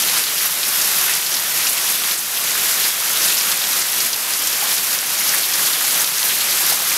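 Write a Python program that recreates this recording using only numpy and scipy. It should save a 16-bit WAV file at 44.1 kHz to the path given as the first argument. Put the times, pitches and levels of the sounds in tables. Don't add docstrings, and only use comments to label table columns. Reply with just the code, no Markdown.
import sys
import numpy as np
from scipy import signal
from scipy.fft import rfft, irfft, next_fast_len
from scipy.io import wavfile
from scipy.ndimage import uniform_filter1d, map_coordinates

SR = 44100
rng = np.random.default_rng(int(sys.argv[2]) if len(sys.argv) > 2 else 0)


def makeup_ratio(level_db):
    decades = np.asarray(level_db, float) / 20
    return 10 ** decades


def file_out(sig):
    cols = np.atleast_2d(sig).T
    lim = np.clip(cols, -1, 1)
    pcm = np.round(lim * 32767).astype(np.int16)
    wavfile.write(sys.argv[1], SR, pcm)


N = 307377

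# f/Hz, level/dB
RAIN_COLOUR = [(35, -51), (60, -17.5), (120, -12.5), (165, -3.5), (266, -7.5), (344, -3.5), (425, -4.5),
               (1490, 2), (5770, 4), (8570, 1), (11900, 6), (13300, 3), (15700, -7)]
# t/s, pull/dB
GAIN_PULLS = [(-0.04, 5.8), (0.19, 6.5), (0.46, 6), (0.77, 1.5), (1.0, 3), (1.16, 7), (1.37, 4.0),
              (1.69, 4.8), (1.92, 4), (2.12, 9), (2.28, 1.3), (2.5, 0.5), (2.69, 3), (2.87, 6), (3.3, 4),
              (3.5, 5.4), (3.79, 5.5), (4.06, 8), (4.33, 2.5), (4.47, 2.5), (4.73, 6), (4.96, 6),
              (5.36, 4.5), (5.68, 4.5), (6.01, 6.5), (6.32, 3.5), (6.72, 6)]
# delay/s, level/dB
WALL_ECHOES = [
    (.0012, -13),
    (.0039, -9),
    (.0066, -16),
]
# t/s, peak level/dB, f/Hz
WET_SPLATS = [(0.085, -5, 4200), (0.183, -4, 10000), (0.4588, -1, 13200), (0.5082, -6, 13400),
              (0.6309, -6, 4800), (0.8143, -4, 6200), (1.0969, -4, 11400), (1.3414, -6, 5900),
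              (1.6954, -5, 10800), (1.7314, -6, 10800), (2.1781, -6, 9300), (2.6327, -6, 12400),
              (2.8407, -5, 3800), (3.2562, -7, 8000), (3.3437, -5, 10800), (3.5168, -3, 5200),
              (3.8159, -4, 5900), (3.9193, -6, 11100), (4.0035, -4, 6000), (4.0625, 0, 11500),
              (4.131, -3, 5100), (4.4725, -1, 7200), (1.6709, -3, 6000), (5.293, -3, 6300),
              (5.34, -6, 11800), (5.5366, -6, 6400), (5.8451, -8, 5400), (6.0078, -5, 11500),
              (6.0172, -4, 11000), (6.6319, -4, 9700)]
# t/s, peak level/dB, f/Hz
DRY_SPLATS = [(0.2399, -5, 4600), (0.7616, -6, 12200), (0.9274, -6, 11100), (1.1374, -3, 7000),
              (1.2644, -5, 5100), (1.3693, -7, 4800), (1.3969, -6, 12400), (4.7818, -3, 5200),
              (1.9015, -5, 10200), (2.1123, -6, 5000), (2.1202, -2, 12300), (2.7475, -6, 11400),
              (2.8821, -4, 11000), (3.2769, -5, 5600), (3.3512, -4, 12300), (3.4105, -3, 5300),
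              (3.6409, -5, 3300), (3.7952, -4, 10800), (3.9317, -5, 5000), (4.3373, -5, 5100),
              (4.7258, -1, 11100), (4.7441, -5, 12100), (4.9377, -6, 12900), (4.9883, -3, 6200),
              (5.3836, -4, 7600), (6.0445, -5, 4300), (6.2526, -6, 12000), (6.4136, -6, 7400),
              (6.6839, -4, 13000), (6.7306, -4, 6700)]
# t/s, peak level/dB, f/Hz
PUDDLE_PLOPS = [(0.138, -26, 1490), (1.095, -11.5, 1700), (1.668, -9.5, 2560), (1.777, -10.5, 2720),
                (2.463, -26, 1590), (3.249, -23, 2000), (4.307, -19, 1590), (4.624, -18, 805),
                (4.664, -26, 760), (5.217, -17, 1890), (5.338, -9.5, 1750), (5.595, -19, 1590),
                (6.265, -16, 1590), (6.675, -23, 1510), (6.721, -17.5, 784), (6.8, -21, 1010),
                (6.856, -32, 1440), (6.918, -8, 2270)]
# t/s, peak level/dB, f/Hz
WATER_SLAPS = [(0.2665, -4.5, 3880), (1.0884, -7, 2870), (1.776, -9, 2950), (2.8327, -8, 3800),
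               (3.168, -6, 3760), (3.3046, -4, 3200), (3.3994, -11, 4140), (3.6197, -8, 4300),
               (5.434, -5.5, 3820), (5.6156, -11, 4440), (5.6394, -14, 4310), (5.669, -7, 3570),
               (5.7344, -5, 3800), (6.2992, -4, 3350), (6.41, -6, 4040), (6.7, -6, 4580), (0.168, -6, 5000),
               (1.95, -12, 3100), (3.225, 0, 5500), (3.375, -1, 6000), (6.15, -11, 5500),
               (6.192, -20, 5900), (6.57, -11, 3100)]
# f/Hz, level/dB
MACHINE_HUM = (54, -63.5)

OPEN_DB, USUAL_DB = -13.5, -20
CLAMP_S, RECOVER_S = 0.046, 0.32
SMALL_A_SECOND, BRIGHT_SHARE = 18, 0.75
SMALL_DB, SMALL_SPREAD_DB = -9, 2
BRIGHT_HZ, DULL_HZ = (10000, 13000), (3400, 7500)
WET_SPRAY_DB, DRY_SPRAY_DB = -6.5, -13
SPRAY_GROWS = 0.21


def unit(x):
    return x / np.sqrt(np.mean(x ** 2) + 1e-20)


def wobble(rate):
    return map_coordinates(rng.standard_normal(2000), [np.arange(N) * rate / SR])


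def filtered(x, response):
    size = next_fast_len(N + 8192)
    hz = np.fft.rfftfreq(size, 1 / SR) + 1e-3
    return irfft(rfft(x, size) * response(hz), size)[:N]


def colour(hz):
    f, db = np.transpose(RAIN_COLOUR)
    return makeup_ratio(np.interp(np.log(hz), np.log(f), db))


def below(hz, edge_hz):
    return 1 / (1 + (hz / edge_hz) ** 4)


def patchy(depth_db):
    z = signal.stft(rng.standard_normal(N), nperseg=512)[2]
    field = uniform_filter1d(rng.standard_normal(z.shape), size=9, axis=0)
    field = uniform_filter1d(field, size=9, axis=1)
    return signal.istft(z * makeup_ratio(depth_db * unit(field)), nperseg=512)[1][:N]


def grains(s, db, hz, cycles, size, glide=0.0):
    u = np.arange(size) / SR * hz[:, None]
    fade = np.hanning(2 * size)[size:]
    life = (1 - np.exp(-2.5 * u)) * np.exp(-u / cycles) * fade
    shape = np.sin(2 * np.pi * u * (1 + glide * u / cycles)) * life
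    at = np.round(s * SR).astype(int)[:, None] + np.arange(size)
    weights = makeup_ratio(db)[:, None] * shape
    return np.bincount(at.clip(0, N).ravel(), weights.ravel(), N + 1)[:N]


def scattered(hz, octaves, tone):
    return np.clip(hz * 2 ** (octaves * (2 * tone - 1)), 100, 14500)


def shower(count, hz, octaves, spread_db, cycles, size, glide=0.0):
    when, big, tone = rng.random((count, 3)).T
    db = -spread_db * np.log(1 - 0.97 * big)
    return unit(grains(when * N / SR, db, scattered(hz, octaves, tone), cycles, size, glide))


def walls(x):
    return x + sum(makeup_ratio(db) * np.roll(x, round(delay * SR)) for delay, db in WALL_ECHOES)


def gain_control():
    s, pull_db = np.transpose(GAIN_PULLS)
    knots = np.arange(0, N, 64)
    since = np.maximum(knots[:, None] / SR - s, 0)
    pulls = pull_db * (1 - np.exp(-since / CLAMP_S)) * np.exp(-since / RECOVER_S)
    pulled = uniform_filter1d(pulls.sum(axis=1), size=30)
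    return OPEN_DB - np.interp(np.arange(N), knots, pulled)


def far_roar():
    flicker_db = 0.7 * wobble(90) + 1.4 * wobble(200)
    far = unit(filtered(patchy(depth_db=0.75), colour))
    body = filtered(far, lambda hz: below(hz, 7500))
    return makeup_ratio(0.29 * wobble(16)) * body + makeup_ratio(flicker_db) * (far - body)


def near_patter():
    clumps_db = 2.5 * np.tanh(wobble(60)) + 4 * np.tanh(wobble(130))
    drops = shower(count=9000, hz=10500, octaves=1, spread_db=3, cycles=1.3, size=48)
    return makeup_ratio(-10.5 + clumps_db) * unit(filtered(walls(drops), colour))


def flood_bubbles():
    return makeup_ratio(-24) * shower(count=900, hz=1860, octaves=1.07, spread_db=4, cycles=7.7, size=400, glide=0.06)


def car_roofs():
    drops = shower(count=2500, hz=3000, octaves=1.1, spread_db=3, cycles=1.8, size=128)
    gusts_db = 3.4 * np.tanh(wobble(12)) + 2.6 * np.tanh(wobble(40))
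    return makeup_ratio(-15.5) * unit(makeup_ratio(gusts_db) * drops)


def downpour():
    rain = far_roar() + near_patter() + flood_bubbles() + car_roofs()
    return makeup_ratio(gain_control()) * unit(rain)


def hum():
    hz, db = MACHINE_HUM
    level = makeup_ratio(db + 2 + 1.5 * wobble(2.8))
    return level * np.sin(2 * np.pi * np.cumsum(hz + 2.37 * wobble(6.6)) / SR)


def droplets(s, db, hz, count, lasts, octaves, cycles, size):
    late, tone = np.moveaxis(rng.random((len(s), count, 2)), -1, 0)
    pitch = scattered(hz[:, None], octaves, tone)
    when = s[:, None] + lasts * late
    level_db = db[:, None] - 7 * late
    return grains(when.ravel(), level_db.ravel(), pitch.ravel(), cycles, size, glide=0.0069)


def ticks(s, db):
    spikes = filtered(np.bincount(np.round(s * SR).astype(int), makeup_ratio(db), N), colour)
    return spikes / np.mean(colour(np.linspace(1, SR / 2, 999)))


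def small_drips():
    when, big, kind, tone = rng.random((SMALL_A_SECOND * N // SR, 4)).T
    low, high = np.where(kind < BRIGHT_SHARE, np.c_[BRIGHT_HZ].T, np.c_[DULL_HZ].T)
    gain_db = gain_control()[(when * N).astype(int)] - USUAL_DB
    db = SMALL_DB + SMALL_SPREAD_DB * (2 * big - 1) + gain_db
    return np.c_[0.001 + when * (N / SR - 0.002), db, low + tone * (high - low)]


def stone_splats():
    small = small_drips()
    rows = np.vstack([WET_SPLATS, DRY_SPLATS, small])
    s, db, hz = rows.T
    spray_db = np.where(np.arange(len(rows)) < len(WET_SPLATS), WET_SPRAY_DB, 1.0 * DRY_SPRAY_DB)
    spray_db[-len(small):] += 4 * rng.random(len(small)) - 3
    spray_db = spray_db + SPRAY_GROWS * (db + 5)
    cycles = (0.8 + hz / 11000)[:, None]
    clicks = None
    impacts = grains(s - 0.75 / hz, db + 4.5, hz, cycles, size=64)
    clicks = walls(impacts - ticks(s, db - 6))
    return clicks + droplets(s, spray_db, hz, count=16, lasts=0.014, octaves=0.46, cycles=2, size=64)


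def puddle_plops():
    s, db, hz = np.transpose(PUDDLE_PLOPS)
    plops = grains(s, db, hz, cycles=(3 + 1200 / hz)[:, None], size=1200, glide=0.02)
    return plops + droplets(s, db - 5.5, hz, count=10, lasts=0.022, octaves=0.55, cycles=2.5, size=500)


def water_slaps():
    s, db, hz = np.transpose(WATER_SLAPS)
    return droplets(s - 0.005, db - 6, hz, count=20, lasts=0.03, octaves=0.28, cycles=3, size=160)


def scene():
    rain = downpour()
    drips = stone_splats() + puddle_plops() + water_slaps()
    near = filtered(drips, lambda hz: np.sqrt(below(hz, 16500)))
    return (rain + near + hum())[None]


def roll_off(x):
    return signal.sosfilt(signal.butter(12, 15930, fs=SR, output="sos"), x)


def record(dry):
    thin = filtered(dry[0], lambda hz: 1 - below(hz, 36))
    soft = thin / (1 + np.abs(thin / 1.05) ** 6) ** (1 / 6)
    limited = filtered(soft, lambda hz: hz < 15740)
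    return roll_off(limited[None])


dry = scene()
out = record(dry)
file_out(out)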